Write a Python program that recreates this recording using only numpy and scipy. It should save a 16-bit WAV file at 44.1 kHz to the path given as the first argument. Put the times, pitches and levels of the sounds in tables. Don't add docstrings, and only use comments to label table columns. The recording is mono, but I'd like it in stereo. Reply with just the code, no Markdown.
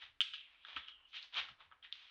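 import sys
import numpy as np
from scipy import signal
from scipy.fft import rfft, irfft
from scipy.io import wavfile

SR = 44100
rng = np.random.default_rng(int(sys.argv[2]) if len(sys.argv) > 2 else 0)


def transcribe(u):
    v = np.clip(np.atleast_2d(u).T, -1, 1)
    q = np.round(v * 32767).astype(np.int16)
    wavfile.write(sys.argv[1], SR, q)


N = 92610
TIME = np.arange(N) / SR

LOWER_WIDTH_HZ, MOUTH_LOW_HZ = 513, 1090
EDGE_HZ, EDGE_DB = 9700, -12.5

# start in seconds, level in dB before softening,
# upper resonance in Hz, its width per pass in Hz, lower resonance in dB relative to the upper,
# lower resonance in Hz, softness as a cut-off in Hz, left-over-right level in dB, left lag in ms.
LIP_SMACKS = [ (0.0223, -33.5, 2900, 1100, -9, 1890, 3800, 4.5, -.115),
              (0.2057, -11, 3110, 620, -21.5, 1436, 5800, -5, .115),
              (0.2139, -14.5, 3310, 720, -30.5, 1555, 9500, 5, .115),
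              (0.2158, -15, 3140, 600, -26.5, 1450, 4200, -2.5, .115),
              (0.336, -27, 3130, 520, -16.5, 1426, 4550, -3.5, .115),
              (0.3414, -30, 3100, 420, -20, 1400, 4200, 1, .115),
              (.6494, -37, 3440, 480, -6, 1456, 3700, -9, .115),
              (.7640, -22.5, 2860, 950, -35, 1185, 3600, -4.5, -.115),
              (.7678, -29.5, 2800, 650, -3.5, 1250, 3500, 9, -.115),
              (0.7765, -37.5, 2980, 900, -4, 1530, 6000, -6, -.115),
              (.8835, -36.5, 3050, 600, -14.5, 1380, 4000, 1, .115),
              (1.053, -54, 2890, 220, -16, 1200, 3300, -11, .115),
              (1.133, -46, 2390, 800, -8.5, 1370, 3800, -9.5, .09),
              (1.143, -42, 3430, 700, -7, 1390, 4200, -6, .09),
              (1.228, -35, 4100, 1100, -41, 1400, 5500, -6.5, .07),
              (1.343, -40.5, 3390, 800, -14, 1430, 5500, -22.5, .09),
              (1.4860, -41.5, 3490, 900, -4.5, 1224, 5060, -7.5, .115),
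              (1.6047, -48, 3464, 400, -0.5, 1093, 3800, 8.5, -.115),
              (1.7144, -67.5, 3000, 700, 14.5, 1310, 3200, 14.5, -.09),
              (1.7222, -55, 3130, 600, 7, 1216, 3200, 8.5, -.09),
              (1.8270, -41.5, 3210, 380, -20, 1460, 3500, 5.5, -.115),
              (1.8481, -46.5, 3200, 500, 2, 1880, 3700, 3.5, -.115),
              (1.9256, -25, 3510, 1000, -31, 1280, 4300, -7, .09), ]


def smacks():
    out = np.zeros((2, N + SR))
    click = signal.unit_impulse(2048)
    edge = from_db(EDGE_DB) * peak_one(cut(click, EDGE_HZ, "high", order=2))
    for s, db, upper_hz, width_hz, lower_db, lower_hz, soft_hz, pan_db, lag_ms in LIP_SMACKS:
        upper = peak_one(resonate(click, upper_hz, width_hz))
        lower = peak_one(resonate(click, lower_hz, LOWER_WIDTH_HZ))
        ringing = upper + from_db(lower_db) * lower + edge
        softened = cut(ringing, soft_hz, "low", order=3)
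        smack = from_db(db) * cut(softened, MOUTH_LOW_HZ, "high")
        half_lag_s = lag_ms / 2000
        for ear, delay_s in enumerate((half_lag_s, -half_lag_s)):
            start = int(s * SR) + int(np.floor(delay_s * SR))
            out[ear, start:start + len(smack)] += pan(pan_db)[ear] * smack
    return out[:, :N]


LEDGE_ECHO_S, LEDGE_ECHO_DB = 0.003078, -9.5


def ledge(x):
    delayed = np.pad(x, ((0, 0), (int(LEDGE_ECHO_S * SR), 0)))[:, :N]
    return x + from_db(LEDGE_ECHO_DB) * cut(delayed, 5000, "low", order=2)


SCATTER_T60_S = 0.075


def scatter(x):
    t = TIME[:SR // 10]
    decay = from_db(-60 * t / SCATTER_T60_S)
    response = rng.standard_normal(len(t)) * decay * (t > .001)
    return signal.fftconvolve(x, response[None] / np.linalg.norm(response), axes=1)[:, :N]


GRAINS_PER_S, GRAIN_SPREAD_DB = 3000, 3.5
BASS_HZ, TREBLE_HZ = 1620, 4350

# frequency in Hz, gain in dB.
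GRAIN_SPECTRUM = [(80, -49), (160, -37), (280, -34.5), (400, -31.5), (700, -20.5), (1200, -10.5),
                  (1900, -7.5), (2500, -1), (3200, 2.5), (3800, -2), (4600, -17.5), (6000, -29.5),
                  (8000, -51), (11000, -66.5)]
# peak in seconds, rise and fall in seconds per 20 dB,
# level in dB, left-over-right level in dB, bass tilt in dB, treble tilt in dB.
FUR_STROKES = [ (0.035, 0.045, 0.083, -50, 2, 4.5, 2), (0.341, 0.0078, 0.048, -43.5, -2, -11, 6),
               (0.543, 0.13, 0.17, -66, 0.5, 11, 1), (0.706, 0.07, 0.17, -50.5, 0, 11.5, 3),
               (0.769, 0.012, 0.039, -41, 4, 10.5, -0.5), (0.885, .010, 0.043, -51, -3.5, 3, 6.5),
               (1.01, 0.051, 0.099, -71.5, 3.5, 20.5, -20), (1.10, .03, .06, -72.5, -1.5, -5, 23),
               (1.164, 0.037, 0.11, -46.5, -9, -3, 5.5), (1.238, 0.034, 0.077, -55, -5.5, 5.5, 15),
               (1.383, 0.048, 0.078, -33.5, -3.5, 7, 4), (1.491, 0.0065, 0.053, -52.5, -2, 13.5, 9),
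               (1.614, 0.031, 0.092, -58.5, 5, 16.5, 1), (1.728, 0.027, 0.072, -66.5, 11.5, 23.5, -30),
               (1.846, 0.021, 0.067, -53.5, 5, 3.5, -0.5), (1.948, 0.037, 0.16, -53.5, -2.5, -3.5, 4),
               (2.028, 0.12, 0.47, -60, 5, 5, 8.5), ]


def rustles():
    out = 0
    hz = np.fft.rfftfreq(N, 1 / SR)
    bass = 1 / (1 + (hz / BASS_HZ) ** 4)
    treble = 1 - 1 / (1 + (hz / TREBLE_HZ) ** 8)
    for s, rise_s, fall_s, db, pan_db, bass_db, treble_db in FUR_STROKES:
        spread = np.minimum(rng.exponential(1, (2, N)), 4)
        sizes = from_db(GRAIN_SPREAD_DB * spread) * rng.choice([-1, 1], (2, N))
        grains = sizes * (rng.random((2, N)) < GRAINS_PER_S / SR)
        colour = from_db(at_hz(GRAIN_SPECTRUM, hz) + bass_db * bass + treble_db * treble)
        scratch = rms_one(irfft(rfft(grains) * colour, N))
        out = out + scratch * from_db(db) * pan(pan_db) * swell(s, rise_s, fall_s)
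    return out


TONE_WIDTH_HZ, RASP_WIDTH_HZ = 440, 1230

# time in seconds, frequency in Hz, tone in dB, rasp in dB.
GLIDING_TONE = [(0.216, 3300, -67, -58), (.24, 3200, -58, -45.5), (0.312, 3200, -58, -53),
                (.39, 3100, -58, -52), (.47, 2850, -76, -61), (0.561, 2450, -68, -76.5),
                (0.631, 3200, -82, -63.5), (0.752, 3300, -58.5, -67.5), (0.799, 3200, -55.5, -55.5),
                (0.931, 3100, -57.5, -71.5), (1.029, 2900, -70.5, -81.5), (1.062, 2950, -65.5, -78.5),
                (1.109, 3100, -72, -70), (1.165, 3248, -51.5, -49.5), (1.25, 3447, -75, -74)]


def thin_tone():
    s, hz, tone_db, rasp_db = np.transpose(GLIDING_TONE)
    phase = 2 * np.pi * np.cumsum(np.interp(TIME, s, hz)) / SR
    out = 0
    for width_hz, db in ((TONE_WIDTH_HZ, tone_db), (RASP_WIDTH_HZ, rasp_db)):
        waver = cut(rng.standard_normal((2, 2, N)), width_hz / 2, "low", order=3)
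        band = waver[0] * np.cos(phase) + waver[1] * np.sin(phase)
        level_db = np.interp(TIME, s, db, left=-np.inf, right=-np.inf)
        out = out + rms_one(band) * from_db(level_db)
    return out


BUMP_WIDTH_HZ = 63

# peak in seconds, rise and fall in seconds per 20 dB,
# level in dB, resonance in Hz.
BODY_BUMPS = [(0.041, 0.032, 0.23, -79, 70), (0.771, .012, 0.046, -66, 257), (0.796, 0.056, 0.052, -70, 65),
              (1.41, 0.055, 0.11, -73.5, 85), (1.519, 0.025, 0.036, -65.5, 80),
              (1.66, 0.098, 0.26, -84.5, 85)]


def bumps():
    out = 0
    for s, rise_s, fall_s, db, hz in BODY_BUMPS:
        thud = rms_one(resonate(rng.standard_normal(N), hz, BUMP_WIDTH_HZ))
        out = out + from_db(db) * swell(s, rise_s, fall_s) * thud
    return out


# frequency in Hz, 60 dB decay time in seconds, gain in dB.
DIFFUSE_TAIL = [(300, 0.53, -0.5), (1350, 0.59, -6), (2130, 0.21, 6), (3150, 0.14, -16), (5000, 0.3, -1),
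                (9100, 0.56, -8)]


def surroundings(x):
    edges = 200 * 2 ** (np.arange(13) / 2)
    t = TIME[:SR * 3 // 4]
    white = rng.standard_normal((2, 2, len(t)))
    response = 0
    for k, (low, high) in enumerate(zip(edges, edges[1:])):
        hz = np.sqrt(low * high)
        decay = from_db(-60 * t / at_hz(DIFFUSE_TAIL, hz))
        band_pass = signal.butter(2, [low, high], "band", fs=SR, output="sos")
        band = signal.sosfilt(band_pass, white[k % 2] * decay)
        response = response + band * from_db(at_hz(DIFFUSE_TAIL, hz, axis=2)) / np.linalg.norm(decay)
    return signal.fftconvolve(x, response, axes=1)[:, :N]


AIR_DB = -80
AIR_LIKENESS = 0.64

# frequency in Hz, gain in dB.
AIR_SPECTRUM = [(15, -25.5), (25, 0), (64, -2.5), (100, -11), (145, -21.5), (280, -11.5), (400, -16),
                (1200, -12), (3100, -14.5), (4400, -23), (6600, -33), (11000, -34.5), (14000, -65.5)]


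def air():
    colour = from_db(at_hz(AIR_SPECTRUM, np.fft.rfftfreq(N, 1 / SR)))
    mid, side = irfft(rfft(rng.standard_normal((2, N))) * colour, N)
    shared = np.sqrt(1 + AIR_LIKENESS) * mid
    opposed = np.sqrt(1 - AIR_LIKENESS) * side * [[1], [-1]]
    return from_db(AIR_DB) * rms_one(shared + opposed)


RISE_CURVE = 1.93


def swell(peak_s, rise_s, fall_s):
    climb = (np.maximum(peak_s - TIME, 0) / rise_s) ** RISE_CURVE
    fall = (TIME - peak_s) / fall_s
    return from_db(-20 * np.minimum(np.maximum(climb, fall), 10))


def resonate(x, hz, width_hz):
    r = np.exp(-np.pi * width_hz / SR)
    b = (1 - r * r) / 2 * np.array([1, 0, -1])
    a = [1, -2 * r * np.cos(2 * np.pi * hz / SR), r * r]
    once = signal.lfilter(b, a, x + 1e-18)
    return signal.lfilter(b, a, once)


def cut(x, hz, kind, order=4):
    return signal.sosfilt(signal.butter(order, min(hz, .45 * SR), kind, fs=SR, output="sos"), x)


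def pan(db):
    return from_db(np.array([[db], [-db]]) / 2)


def at_hz(points, hz, axis=1):
    table = np.array(points)
    return np.interp(np.log(hz + 1e-9), np.log(table[:, 0]), table[:, axis])


def from_db(db):
    return 10 ** (np.asarray(db) / 20)


def rms_one(x):
    return x / np.sqrt(np.mean(x ** 2) + 1e-20)


def peak_one(x):
    return x / np.abs(x).max()


SMACK_TAIL_DB, RUSTLE_TAIL_DB, SCATTER_DB = -3, -8, -13


def scene():
    mouth = ledge(smacks())
    fur = rustles()
    tail = surroundings(from_db(SMACK_TAIL_DB) * mouth + from_db(RUSTLE_TAIL_DB) * fur)
    near = mouth + from_db(SCATTER_DB) * scatter(mouth) + fur
    return near + tail + thin_tone() + bumps() + air()


CUTOFF_HZ = 10900


def record(dry):
    return signal.sosfilt(signal.ellip(10, .2, 70, CUTOFF_HZ, fs=SR, output="sos"), dry)


dry = scene()
out = record(dry)
transcribe(out)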